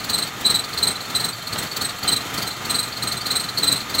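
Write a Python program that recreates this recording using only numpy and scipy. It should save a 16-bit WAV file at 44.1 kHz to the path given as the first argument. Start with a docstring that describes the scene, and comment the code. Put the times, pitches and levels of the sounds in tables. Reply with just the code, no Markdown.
"""A four-cylinder car engine hunting at idle, the microphone just above the open engine bay.
From the start it surges and rumbles about three times a second over a steady clatter of valves and covers.
Its firings jerk the hissing drive belt, which slips on a pulley with a rasp and a shrill chirp that rings
the bay. Loose metal knocks at half a second and three more times later on; soon after two seconds
a second pulley gives four lower squeaks."""
import sys
import numpy as np
from scipy import signal
from scipy.fft import rfft, irfft
from scipy.io import wavfile

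SR = 44100
rng = np.random.default_rng(int(sys.argv[2]) if len(sys.argv) > 2 else 0)


def dump(signal):
    """Clip the signal to [-1, 1] and save it as 16-bit WAV at the path in sys.argv[1]."""
    limited = np.clip(np.atleast_2d(signal).T, -1, 1)
    pcm = np.round(limited * 32767).astype(np.int16)
    wavfile.write(sys.argv[1], SR, pcm)


N = 176400

# the engine's surging effort (time [s], relative level [dB])
ENGINE_EFFORT = [(0.0, -43), (0.02, -37.5), (0.04, -38.5), (0.1, -34.5), (0.23, -34.5), (0.32, -42),
                 (0.51, -31.5), (0.66, -40.5), (0.89, -32), (0.96, -41.5), (1.02, -39.5), (1.06, -41.5),
                 (1.17, -32.5), (1.19, -37), (1.26, -33.5), (1.34, -45), (1.48, -43.5), (1.51, -36.5),
                 (1.65, -32), (1.69, -42.5), (1.83, -33.5), (2.0, -44), (2.04, -34), (2.14, -30),
                 (2.15, -37.5), (2.32, -35), (2.41, -31), (2.55, -42.5), (2.64, -37), (2.72, -32),
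                 (2.86, -39), (2.97, -40.5), (3.05, -34.5), (3.12, -37.5), (3.14, -33.5), (3.21, -42),
                 (3.3, -34), (3.54, -40.5), (3.64, -31), (3.71, -33), (3.73, -30.5), (3.8, -37.5),
                 (3.82, -36.5), (3.84, -41.5), (3.95, -33), (4.0, -32.5)]
# rumble of block and intake (frequency [Hz], relative level [dB])
RUMBLE_SPECTRUM = [(20, -30), (40, -21), (62, -6.5), (112, 0.5), (190, 1.5), (270, -0.5), (340, -5),
                   (450, -4.5), (600, -15), (1000, -12), (2500, -23)]
# steady engine drone (frequency [Hz], width of each filter pass [Hz], level [dB])
DRONE_BANDS = [(69, 16, -64.5), (119.3, 25.5, -45.5)]
# clatter of valves and covers (frequency [Hz], relative level [dB])
CLATTER_SPECTRUM = [(100, -12.5), (300, -4.5), (560, -3), (720, 1.5), (1000, -1.5), (1400, -1.5), (2000, 1),
                    (2800, -3), (3700, -4.5), (5000, -11.5), (7000, -8), (9000, -45), (15500, -26)]
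# ringing covers and pulleys (frequency [Hz], width [Hz], level at mean effort [dB])
COVER_MODES = [(723, 46, -56.5), (1235.6, 23.4, -41), (1336, 54, -42), (3150, 42, -46.5), (3573, 36, -45)]
# hiss of the running belt (frequency [Hz], relative level [dB])
HISS_SPECTRUM = [(1000, 5.5), (3000, -19.5), (4300, 19.5), (5100, -14.5), (6800, 8), (8100, 8.5),
                 (9200, -6), (12000, 3.5), (15500, -7)]
# belt slips, at most one per firing, levels relative
# (middle time [s], squeal [dB], base pitch [Hz], overtones against the squeal [dB], rasp [dB])
BELT_SLIPS = [(0.003, -30.5, 4170, -14, -53), (0.047, -29.5, 4300, -25, -43),
              (0.101, -22.5, 4190, -9.5, -37.5), (0.144, -17.5, 4140, -5.5, -42),
              (0.187, -21, 4110, -5, -40), (0.231, -22.5, 4083, -7.5, -48), (0.277, -30, 4370, -22, -48),
              (0.412, -47, 4380, -14, -44), (0.462, -14.5, 4035, -10.5, -40.5),
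              (0.508, -18, 4093, -7.5, -39), (0.554, -16.5, 3985, -5, -40), (0.597, -25.5, 4050, -5, -60),
              (0.647, -26.5, 4264, -14, -48), (0.693, -35, 4300, -11, -52), (0.739, -28, 4270, -15, -47.5),
              (0.785, -21.5, 4250, -10, -42), (0.838, -17.5, 4073, -7, -39), (0.88, -19.5, 4087, -6, -41),
              (0.914, -26.5, 4110, -5.5, -53), (0.963, -27.5, 4120, -14, -53),
              (1.013, -28.5, 4260, -18, -56), (1.058, -35, 4340, -13, -52), (1.106, -32.5, 4320, -10, -47),
              (1.162, -18.5, 4065, -7, -41), (1.208, -22, 4134, -4.5, -44), (1.251, -22, 4122, -6.5, -38),
              (1.292, -28.5, 4100, -4.5, -47), (1.336, -31.5, 4450, -31, -51), (1.388, -35, 4350, -17, -54),
              (1.429, -33, 4250, -14, -52), (1.478, -25.5, 4236, -13, -45.5), (1.533, -27.5, 4170, -8, -43),
              (1.589, -27, 4060, -2.5, -38.5), (1.632, -30, 4250, -14, -42.5), (1.675, -32, 4190, -16, -52),
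              (1.722, -28, 4420, -22, -48.5), (1.77, -27, 4310, -14, -37), (1.82, -22.5, 4210, -7, -38),
              (1.855, -25.5, 4020, -1, -53), (1.896, -28.5, 4150, -9, -53), (1.99, -39, 4330, -27, -49.5),
              (2.036, -29.5, 4330, -22, -43), (2.088, -19, 4035, -5.5, -38),
              (2.129, -18.5, 4070, -5.5, -41), (2.17, -25.5, 4066, -5, -42), (2.213, -32.5, 4110, -14, -57),
              (2.258, -44, 4110, -3, -60), (2.344, -47, 3960, -5, -41.5), (2.384, -26, 4250, -9, -42),
              (2.428, -26, 4290, -14, -40), (2.477, -27, 4160, -4, -42.5), (2.514, -30, 4160, -21, -49),
              (2.568, -39, 4380, -12, -52), (2.657, -30, 4310, -15, -43.5), (2.707, -22.5, 4110, -2.5, -39),
              (2.754, -20.5, 4150, -3.5, -44), (2.796, -21.5, 4045, -3.5, -43), (2.837, -26, 4100, -5, -46),
              (2.883, -35, 4170, -13, -51), (2.932, -29.5, 4350, -18, -57), (2.975, -28, 4280, -14, -48),
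              (3.033, -22.5, 4230, -6.5, -40), (3.082, -23.5, 4093, -3.5, -44),
              (3.126, -23.5, 4250, -8.5, -41), (3.177, -28, 4100, -5, -52), (3.217, -27, 4330, -11, -50),
              (3.268, -22, 4310, -11, -40.5), (3.316, -19, 4120, -9, -40), (3.364, -20.5, 4086, -5, -39.5),
              (3.405, -25, 4066, -4.5, -48), (3.445, -28, 4165, -8, -48), (3.494, -27, 4140, -15, -48),
              (3.585, -19, 4300, -10.5, -40.5), (3.639, -17.5, 4020, -8.5, -37),
              (3.682, -17, 4076, -6.5, -43), (3.726, -18.5, 4006, -5.5, -36), (3.768, -24.5, 4080, -7, -49),
              (3.811, -26, 4180, -19, -51), (3.902, -32, 4400, -15, -44.5), (3.952, -22, 4284, -12, -39.5),
              (3.995, -17, 4120, -6.5, -36.5)]
# rubbing of the slipping belt (frequency [Hz], relative level [dB])
RASP_SPECTRUM = [(1500, 5), (2600, -6), (3200, 7.5), (4400, 5.5), (5100, 2), (6800, 8.5), (7700, 8.5),
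                 (9200, -2.5), (11000, 2.5), (13000, 3), (15500, 6.5)]
# reflections off hood and ground (delay [s], gain [dB])
BAY_REFLECTIONS = [(.0066, -10), (.013, -10)]
# peaks where the bay colours the squeal (frequency [Hz], gain [dB])
BAY_RESONANCES = [(3975, 3), (4111, -1), (4292, -16.5), (4468, 0), (4675, 1), (8138, 11.5), (8255, -2)]
# knocks of loose metal (time [s], level [dB])
METAL_KNOCKS = [(.49, -31), (1.56, -25), (2.051, -28), (3.338, -30.5)]
# ring of those knocks (frequency [Hz], relative level [dB])
KNOCK_SPECTRUM = [(200, -19), (700, 0), (1400, 3.5), (2200, -7), (4000, 0), (8000, -35)]
# squeaks of the second pulley (time [s], level [dB])
PULLEY_SQUEAKS = [(2.053, -38), (2.095, -28), (2.355, -37), (2.435, -37)]

JITTER, JITTER_PER_S = .0301, 700  # random pitch wander of both pulleys: fraction of the pitch, rate


def undb(db):
    """Decibels to gain."""
    return 10 ** (np.asarray(db) / 20)


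def unit(x):
    """Scale to rms 1."""
    return x / np.sqrt(np.mean(x ** 2))


def noise():
    """White noise."""
    return rng.standard_normal(N)


def colour(x, points):
    """Shape a sound by (frequency [Hz], level [dB]) points; rms 1."""
    hz, db = np.array(points, float).T
    bins_hz = np.maximum(np.arange(N // 2 + 1) * SR / N, 1)
    gain = undb(np.interp(np.log(bins_hz), np.log(hz), db))
    return unit(irfft(rfft(x) * gain, N))


def resonate(x, hz, width):
    """One resonance, gain 1 at its centre."""
    return signal.lfilter(*signal.iirpeak(hz, hz / width, SR), x)


def walk(per_s):
    """Smooth random motion, rms 1."""
    return unit(np.interp(np.arange(N) * per_s / SR, np.arange(N), noise()))


def envelope(t, attack, hold, release):
    """Swell, hold around t = 0, fade; times in seconds."""
    return np.exp(np.minimum(t + hold / 2, 0) / attack - np.maximum(t - hold / 2, 0) / release)


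def firing_cycle(t, firing_hz=22):
    """Place in the engine's firing cycle, 0 to 1; each belt slip falls on a firing."""
    slip_times = np.sort(np.array(BELT_SLIPS)[:, 0])
    firings_between = np.maximum(np.round(np.diff(slip_times) * firing_hz), 1)
    return np.interp(t, slip_times, np.r_[0, np.cumsum(firings_between)]) % 1


def engine_rumble(cycle, mean_db, surge_db):
    """Firings thump in the block over the rush of the intake; both swell with each surge, over a drone."""
    thumps = unit(np.exp(-cycle / .41) * noise())
    body = colour(noise() + undb(-5.5) * thumps, RUMBLE_SPECTRUM)
    drone = sum(undb(db) * unit(resonate(resonate(noise(), hz, width), hz, width))
                for hz, width, db in DRONE_BANDS)
    return undb(mean_db + .5 + 1.12 * surge_db) * body + drone


def valve_clatter(cycle, surge_db, ticks_per_s=500):
    """Dense small ticks of the valve gear ring the covers, harder during a surge."""
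    strikes = (rng.random(N) < ticks_per_s / SR) * np.sign(noise())
    ticks = .43 * unit(strikes * undb(3 * noise()))
    drive = ticks + noise()
    covers = sum(undb(db) * unit(resonate(drive, hz, width)) for hz, width, db in COVER_MODES)
    rattle = colour(ticks + noise(), CLATTER_SPECTRUM)
    pulsing = undb(.68 * np.cos(2 * np.pi * (cycle - .1)))  # peaks just after each firing
    return pulsing * (undb(-33 + .55 * surge_db) * rattle + undb(.34 * surge_db) * covers)


def belt_hiss():
    """The running belt hisses throughout, its level wavering slightly."""
    return undb(-41.5 + 2 * walk(per_s=55)) * colour(noise(), HISS_SPECTRUM)


def belt_slips(t, flutter_hz=400, lift_hz=45, sag_hz=130, sag_s=.011):
    """Each slip on the pulley rasps and squeals on an arched, rough pitch with two steadier overtones."""
    squeal, rub = np.zeros(N), np.zeros(N)
    # the belt ribs flutter, which roughens the pitch
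    flutter = np.sin(2 * np.pi * np.cumsum(flutter_hz * (1 + .22 * walk(per_s=150))) / SR)
    wobble = JITTER * walk(JITTER_PER_S) + .035 * flutter
    for at, db, hz, overtone_db, rasp_db in BELT_SLIPS:
        near = np.abs(t - at) < .07
        age = t[near] - at
        force_db = max(db + 29, 0)  # harder slips squeal longer
        hold, release = .005 + .0007 * force_db, .005 + .00022 * force_db
        spread = (.005 / hold) ** .27  # a longer slip spreads its energy
        pitch = hz + lift_hz - sag_hz * (1 - np.exp(-(age / sag_s) ** 2))  # sags on both sides
        rough_phase = 2 * np.pi * np.cumsum(pitch * (1 + wobble[near])) / SR
        steady_phase = 2 * np.pi * np.cumsum(pitch * (1 + .45 * wobble[near])) / SR
        squeal_age = age + .003  # the squeal starts before the rasp
        fundamental = np.sin(rough_phase) * envelope(squeal_age, .003, hold, release)
        overtones = undb(-3.5) * np.sin(2 * steady_phase) + undb(-10) * np.sin(3 * steady_phase)
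        overtones *= envelope(squeal_age, .003, hold, release=.01)
        squeal[near] += np.sqrt(2) * spread * undb(db + .5) * (fundamental + undb(overtone_db) * overtones)
        rub[near] += undb(rasp_db + 14) * envelope(age - .0005, attack=.003, hold=.0068, release=.0067)
    shimmer = undb(1.8 * walk(per_s=400))
    return squeal * shimmer, rub * colour(noise(), RASP_SPECTRUM)


def engine_bay(squeal, t, t60_s=.12, echoes_per_s=1500):
    """The squeal reaches the microphone directly, off hood and ground, as echoes and through narrow peaks of
    the bay."""
    taps = noise() * (rng.random(N) < echoes_per_s / SR)
    taps *= undb(-60 * t / t60_s) * (t > .008)
    echoes = signal.fftconvolve(squeal, taps / np.sqrt(np.sum(taps ** 2)))[:N]
    reflected = sum(undb(db) * np.r_[np.zeros(int(lag * SR)), squeal][:N] for lag, db in BAY_REFLECTIONS)
    ring = sum(undb(db) * resonate(squeal, hz, width=52) for hz, db in BAY_RESONANCES)
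    return undb(-3) * squeal + reflected + undb(-9) * echoes + ring


def metal_knocks(t):
    """Loose metal knocks, each ring dying quickly."""
    level = sum(undb(db) * envelope(t - at, attack=.001, hold=.002, release=.013)
                for at, db in METAL_KNOCKS)
    return level * colour(noise(), KNOCK_SPECTRUM)


def pulley_squeaks(t, hz=3130, half_width_s=.017):
    """A second pulley squeaks briefly on a lower, jittery pitch."""
    level = sum(undb(db) * np.exp(-((t - at) / half_width_s) ** 2) for at, db in PULLEY_SQUEAKS)
    pitch = hz * (1 + JITTER * walk(JITTER_PER_S))
    return level * unit(np.sin(2 * np.pi * np.cumsum(pitch) / SR))


def scene():
    """Engine and belt at one microphone, just above the open bay."""
    t = np.arange(N) / SR
    cycle = firing_cycle(t)
    effort_db = np.interp(t, *np.array(ENGINE_EFFORT).T)
    mean_db = np.mean(effort_db)
    surge_db = effort_db - mean_db
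    squeal, rasp = belt_slips(t)
    belt = belt_hiss() + rasp
    engine = engine_rumble(cycle, mean_db, surge_db) + valve_clatter(cycle, surge_db)
    return (engine + belt + engine_bay(squeal, t) + metal_knocks(t) + pulley_squeaks(t))[None]


def record(dry, top_hz=15750):
    """The recorder cuts the top of the treble steeply."""
    return signal.sosfilt(signal.ellip(12, .2, 90, top_hz, fs=SR, output="sos"), dry)


dry = scene()
out = record(dry)
dump(out)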